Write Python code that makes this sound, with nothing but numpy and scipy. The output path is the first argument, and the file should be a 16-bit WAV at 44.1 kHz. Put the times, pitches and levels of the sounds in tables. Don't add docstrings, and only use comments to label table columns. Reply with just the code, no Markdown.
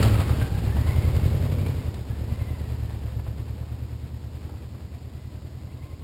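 import sys
import numpy as np
from scipy import signal
from scipy.fft import rfft, irfft, next_fast_len
from scipy.io import wavfile
from scipy.ndimage import uniform_filter1d, map_coordinates

SR = 44100
rng = np.random.default_rng(int(sys.argv[2]) if len(sys.argv) > 2 else 0)


def file_out(sig):
    cols = np.atleast_2d(sig).T
    lim = np.clip(cols, -1, 1)
    pcm = np.round(lim * 32767).astype(np.int16)
    wavfile.write(sys.argv[1], SR, pcm)


def invert_db(level):
    return 10 ** (np.asarray(level, dtype=float) / 20)


N = 265923
TIME = np.arange(N) / SR


def unit(x):
    return x / np.sqrt(np.mean(x ** 2) + 1e-20)


def curves(rows):
    seconds, *columns = np.transpose(rows)
    return [np.interp(TIME, seconds, column) for column in columns]


def filtered(x, response):
    size = next_fast_len(N + SR // 2)
    spectrum = rfft(x, size) * response(np.fft.rfftfreq(size, 1 / SR))
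    return irfft(spectrum, size)[..., :N]


def coloured(x, points):
    point_hz, db = np.transpose(points)
    return filtered(x, lambda hz: invert_db(np.interp(np.log(hz + 1), np.log(point_hz + 1), db)))


def wobble(rate):
    knots = rng.standard_normal(int(N * rate / SR) + 4)
    return map_coordinates(knots, [np.arange(N) * rate / SR])


def steady(x, seconds):
    return x / np.sqrt(abs(uniform_filter1d(x ** 2, int(seconds * SR))) + 1e-12)


def swell(centre_s, half_s):
    return np.exp(-((TIME - centre_s) / half_s) ** 2)


def resonant(x, modes, stretch=1):
    def response(f):
        f_cool = f / stretch
        total = 0
        for k, (hz, width, db) in enumerate(modes):
            peak = 1j * f_cool * width / (hz * hz - f_cool * f_cool + 1j * f_cool * width)
            total = total + (-1) ** k * invert_db(db) * peak
        return total
    return filtered(x, response)


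START_M, SPEED_M_S = 2.99, 4.6


def distance():
    ridden_m = SPEED_M_S * np.arange(N) / SR
    return ridden_m, -20 * np.log10(1 + ridden_m / START_M)


# (time [s], four-stroke cycles [1/s])
ENGINE_SPEED = [(0, 13.78), (.16, 13.1), (.38, 7.97), (.64, 8.01), (.89, 10.36), (1.03, 10.86),
                (1.2, 10.88), (1.66, 11.89), (2.07, 8.27), (2.4, 10.64), (2.7, 9.29), (3.2, 8.51),
                (3.48, 9.32), (4.2, 9.6), (4.77, 10.15), (5.01, 9.87), (5.51, 10.08), (6.03, 10.89)]


def crank():
    cycles_at_start = .248
    return cycles_at_start + np.cumsum(curves(ENGINE_SPEED)[0]) / SR


# (time [s], strength of the firings [dB], open throttle [0-1])
RIDER_HAND = [(0, -0.5, 0.95), (.08, -1.5, 0.35), (.22, -3, 0), (.4, -2.5, .1), (.5, -5.5, 0.04),
              (.9, 3, 0.18), (1.25, 5.5, 0.52), (1.68, 3.5, 0.76), (1.82, 1, 0.2), (2.02, -5, 0.13),
              (2.35, 2, 0.36), (2.75, 1, 0.04), (3.15, -0.5, 0), (4.25, -2, 0), (4.48, 1, 0.05),
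              (4.68, -2.5, 0), (5.2, -0.5, 0), (6.03, -1, 0.22)]


def rider_effort():
    effort_db, load = curves(RIDER_HAND)
    return effort_db, np.clip(load, 0, 1)


FIRING_ORDER = [0, .241, .612, .75]
FROM_THE_SIDE = [-5, -5, -4]
FROM_BEHIND = [-2.5, -6, -5]
# (time [s], half length [s], share [0-1])
THROTTLE_LIFTS = [
    (.15, .25, .5),
    (1.95, .22, .9),
    (2.6, .45, .35),
    (4.7, .2, .9),
]
TURN_S, TURN_LENGTH_S = 3.2, .5
SCATTER_DB, LEAN_SCATTER_DB, LEAN_DB = 1.2, 1.6, -2
MISFIRE_S, MISFIRE_DB = .45, -11


def firings():
    lean = np.clip(sum(share * swell(s, half) for s, half, share in THROTTLE_LIFTS), 0, 1)
    behind = .5 + .5 * np.tanh((TIME - TURN_S) / TURN_LENGTH_S)
    cylinders_db = [np.zeros(N)]
    for side, back in zip(FROM_THE_SIDE, FROM_BEHIND):
        heading_db = side + (back - side) * behind
        cylinders_db.append((1 - lean) * heading_db + lean * LEAN_DB)
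    cylinders_db[1] = cylinders_db[1] + MISFIRE_DB * swell(MISFIRE_S, .04)
    scatter_db = SCATTER_DB + LEAN_SCATTER_DB * lean
    turned, pipes = crank(), np.zeros((2, N))
    for k, (share, heard_db) in enumerate(zip(FIRING_ORDER, cylinders_db)):
        cycle = np.arange(70) + share
        cycle = cycle[(cycle > turned[0] - .02) & (cycle < turned[-1])]
        at = np.searchsorted(turned, cycle)
        size_luck, time_luck = rng.standard_normal((70, 2))[:len(at)].T
        late = (.0004 * SR * scatter_db[at] * time_luck).astype(int)
        pipes[k // 2][np.clip(at + late, 0, N - 1)] += invert_db(heard_db[at] + scatter_db[at] * size_luck)
    return pipes


# (frequency [Hz], width [Hz], level [dB])
NEAR_SILENCER = [(40, 40, -14), (77, 20, 0), (117, 15, 2), (150, 45, -16)]
# (frequency [Hz], width [Hz], level [dB])
DULL_SILENCER = [(40, 40, -17), (80, 11, 3.5), (115, 18, -7), (150, 45, -22)]


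def thump(blows, load):
    ringing = np.zeros(N)
    for blow, modes in zip(blows, (NEAR_SILENCER, DULL_SILENCER)):
        ringing += resonant((1 - load) * blow, modes) + resonant(load * blow, modes, 1.13)
    return steady(ringing, 0.18)


# (frequency [Hz], width [Hz], level [dB])
HEADER_PIPE = [(224, 92, 0), (348, 108, -2.5), (464, 84, 1), (608, 37, 0.5)]
# (frequency [Hz], level [dB per Hz])
GAS_TONE = [(60, -58), (130, 6.5), (200, 2), (300, -1), (500, -13.5), (680, -18.5), (1100, -20.5),
            (2000, -32.5), (5000, -25)]


def bark(train, blows, load):
    crack = steady(resonant(sum(blows), HEADER_PIPE), 0.45)
    t = np.arange(SR // 10) / SR
    puffs = signal.fftconvolve(sum(train), t / .004 * np.exp(-t / 0.01))[:N]
    gas = (steady(puffs, 0.15) + 4.6) * rng.standard_normal(N)
    rush = steady(coloured(gas, GAS_TONE), 0.21)
    return steady(rush + (.25 + 1.1 * load) * crack, .3)


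THUMP_DB, BARK_DB = -17, -28.5
BARK_FOLLOWS, BARK_LOAD_DB = 0.43, 4.5


def exhaust():
    effort_db, load = rider_effort()
    far_db = distance()[1]
    thump_db = THUMP_DB + far_db + effort_db
    bark_db = BARK_DB + far_db + BARK_FOLLOWS * effort_db + BARK_LOAD_DB * load
    train = firings()
    blows = filtered(train, lambda f: 1 / (1 + 1j * f / 300) ** 2)
    deep = invert_db(thump_db - 1.63) * thump(blows, load)
    return deep + invert_db(bark_db - 0.94) * bark(train, blows, load)


# (frequency [Hz], level [dB per Hz])
CRUNCH_TONE = [(200, -8), (500, 6.5), (900, 0.5), (1400, -4.5), (2100, -4), (2800, -5.5), (5000, -11.5),
               (9000, -15)]
GRAVEL_DB, GRAVEL_FOLLOWS, SHADE_DB_PER_M = -36, 0.67, 0.03
SPIN_DB, SPIN_S = 5, 0.36


def gravel():
    ridden_m, far_db = distance()
    gravel_db = GRAVEL_DB + far_db - SHADE_DB_PER_M * ridden_m
    gravel_db = gravel_db + GRAVEL_FOLLOWS * rider_effort()[0] + SPIN_DB * swell(0, SPIN_S)
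    size_db = np.minimum(3 * rng.exponential(size=N), 13)
    grains = rng.standard_normal(N) * invert_db(size_db) * (rng.random(N) < .06)
    shake_db = 1.3 * np.cos(2 * np.pi * (crank() - .05))
    clumps = invert_db(.7 * wobble(10) + 1.3 * wobble(45) + shake_db)
    grinding = clumps * (unit(grains) + 1.17 * rng.standard_normal(N))
    return invert_db(gravel_db) * steady(coloured(grinding, CRUNCH_TONE), 0.2)


# (time [s], half length [s], first harmonic level [dB], second harmonic level [dB])
GEAR_WHINES = [
    (.09, .13, -43, -58),
    (.52, .16, -55, -52),
    (.97, .22, -53, -49),
    (1.64, .05, -68, -54),
    (2.5, .35, -63, -60),
    (5.85, .2, -64, -78),
]
TEETH, MESH_DB = 99, -54


def gears():
    turned = crank()
    ripple = 1.2 * np.sin(4 * np.pi * turned)
    phase = 2 * np.pi * TEETH * turned + ripple + wobble(70) + wobble(15)
    flutter_db = 4.5 * np.array([wobble(45), wobble(45)]) - 2
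    mesh = invert_db(MESH_DB + distance()[1])
    whine = np.zeros(N)
    for k in range(2):
        size = mesh + sum(invert_db(db[k]) * swell(s, half) for s, half, *db in GEAR_WHINES)
        whine += size * invert_db(flutter_db[k]) * np.sin((k + 1) * phase)
    return whine


# (time [s], peak level [dB], pitch [Hz], time to fall 60 dB [s], treble level [dB])
THROWN_STONES = [(0.027, -21, 1137, 0.057, 2.5), (0.199, -27.5, 1170, 0.081, -3),
                 (0.292, -23.5, 940, 0.043, -11), (0.412, -28.5, 1750, 0.068, -9),
                 (0.766, -31, 773, 0.071, -20), (0.871, -26, 738, 0.038, -11), (0.959, -37, 781, 0.048, -2),
                 (1.163, -32, 790, 0.048, -2), (1.521, -36, 1200, 0.043, 3.5),
                 (1.662, -30.5, 813, 0.046, -4), (1.682, -33, 993, 0.034, -3),
                 (1.941, -38, 740, 0.041, 4.5), (2.904, -35.5, 703, 0.031, -5),
                 (3.032, -40, 789, 0.033, -2), (3.195, -33.5, 1140, 0.03, -22),
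                 (3.264, -34.5, 748, 0.043, -21), (3.625, -35.5, 720, 0.035, -20),
                 (4.44, -54, 703, 0.04, -17), (4.493, -35.5, 740, 0.054, -16),
                 (4.539, -39.5, 740, 0.036, -21), (4.748, -40, 750, 0.034, -24)]


def stones():
    out, t = np.zeros(N + SR), np.arange(SR // 8) / SR
    bright = signal.butter(1, [2200, 5400], "band", fs=SR)
    for s, db, hz, t60, treble_db in THROWN_STONES:
        dull = signal.butter(2, [hz * .5, hz * 1.43], "band", fs=SR)
        body = unit(signal.lfilter(*dull, rng.standard_normal(len(t))))
        edge = unit(signal.lfilter(*bright, rng.standard_normal(len(t))))
        attack = 1 - np.exp(-t / 0.0011)
        fall = invert_db(db - 4.5 - 60 * t / max(t60, .005)) * attack
        out[round(s * SR):][:len(t)] += fall * (body + invert_db(treble_db) * edge)
    return out[:N]


# (frequency [Hz], level [dB per Hz])
AIR_TONE = [(20, -25), (60, -28), (300, -7.5), (800, -17.5), (1500, -38), (5000, -22), (9000, -28)]


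def quiet_air():
    return invert_db(-57.0) * unit(coloured(rng.standard_normal(N), AIR_TONE))


def yard(x):
    t = np.arange(SR // 2) / SR
    tail = rng.standard_normal(len(t)) * invert_db(-60 * t / .5) * (t > .02)
    return signal.fftconvolve(x, tail / np.linalg.norm(tail))[:N]


# (time [s], length [s], first pitch [Hz], last pitch [Hz], level [dB])
BIRD_NOTES = [
    (5.59, .045, 2050, 2750, -64),
    (5.685, .058, 2020, 3050, -61),
    (5.808, .045, 2040, 2900, -59.5),
    (5.912, .045, 2020, 2750, -61),
]


def bird():
    out = np.zeros(N + SR)
    for s, length, first_hz, last_hz, db in BIRD_NOTES:
        u = np.linspace(0, 1, int(length * SR))
        hz = first_hz + (last_hz - first_hz) * u ** 4 * (5 - 4 * u)
        whistle = np.sin(2 * np.pi * np.cumsum(hz) / SR)
        out[round(s * SR):][:len(u)] += invert_db(db + 1.0) * np.sin(np.pi * u) ** 0.45 * whistle
    return out[:N]


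def scene():
    near = exhaust() + gears() + stones() + bird()
    echo = invert_db(-8.5) * yard(near)
    return (near + echo + gravel() + quiet_air())[None]


# (frequency [Hz], level [dB])
MIC_TONE = [(18, -38), (32, 3.5), (70, 2.5), (4900, 0.5), (5250, -3.5), (5600, -6), (5850, -9.5),
            (6000, -15), (6100, -85)]


def camera(sound):
    slow = signal.resample_poly(coloured(sound, MIC_TONE), 40, 147, axis=1)
    held = np.repeat(slow, 4, axis=1)
    return signal.resample_poly(held, 147, 160, axis=1)[:, :N]


def low_pass(x):
    return signal.sosfilt(signal.butter(12, 15780, fs=SR, output="sos"), x)


def record(dry):
    mix = camera(dry)
    return low_pass(mix)


dry = scene()
out = record(dry)
file_out(out)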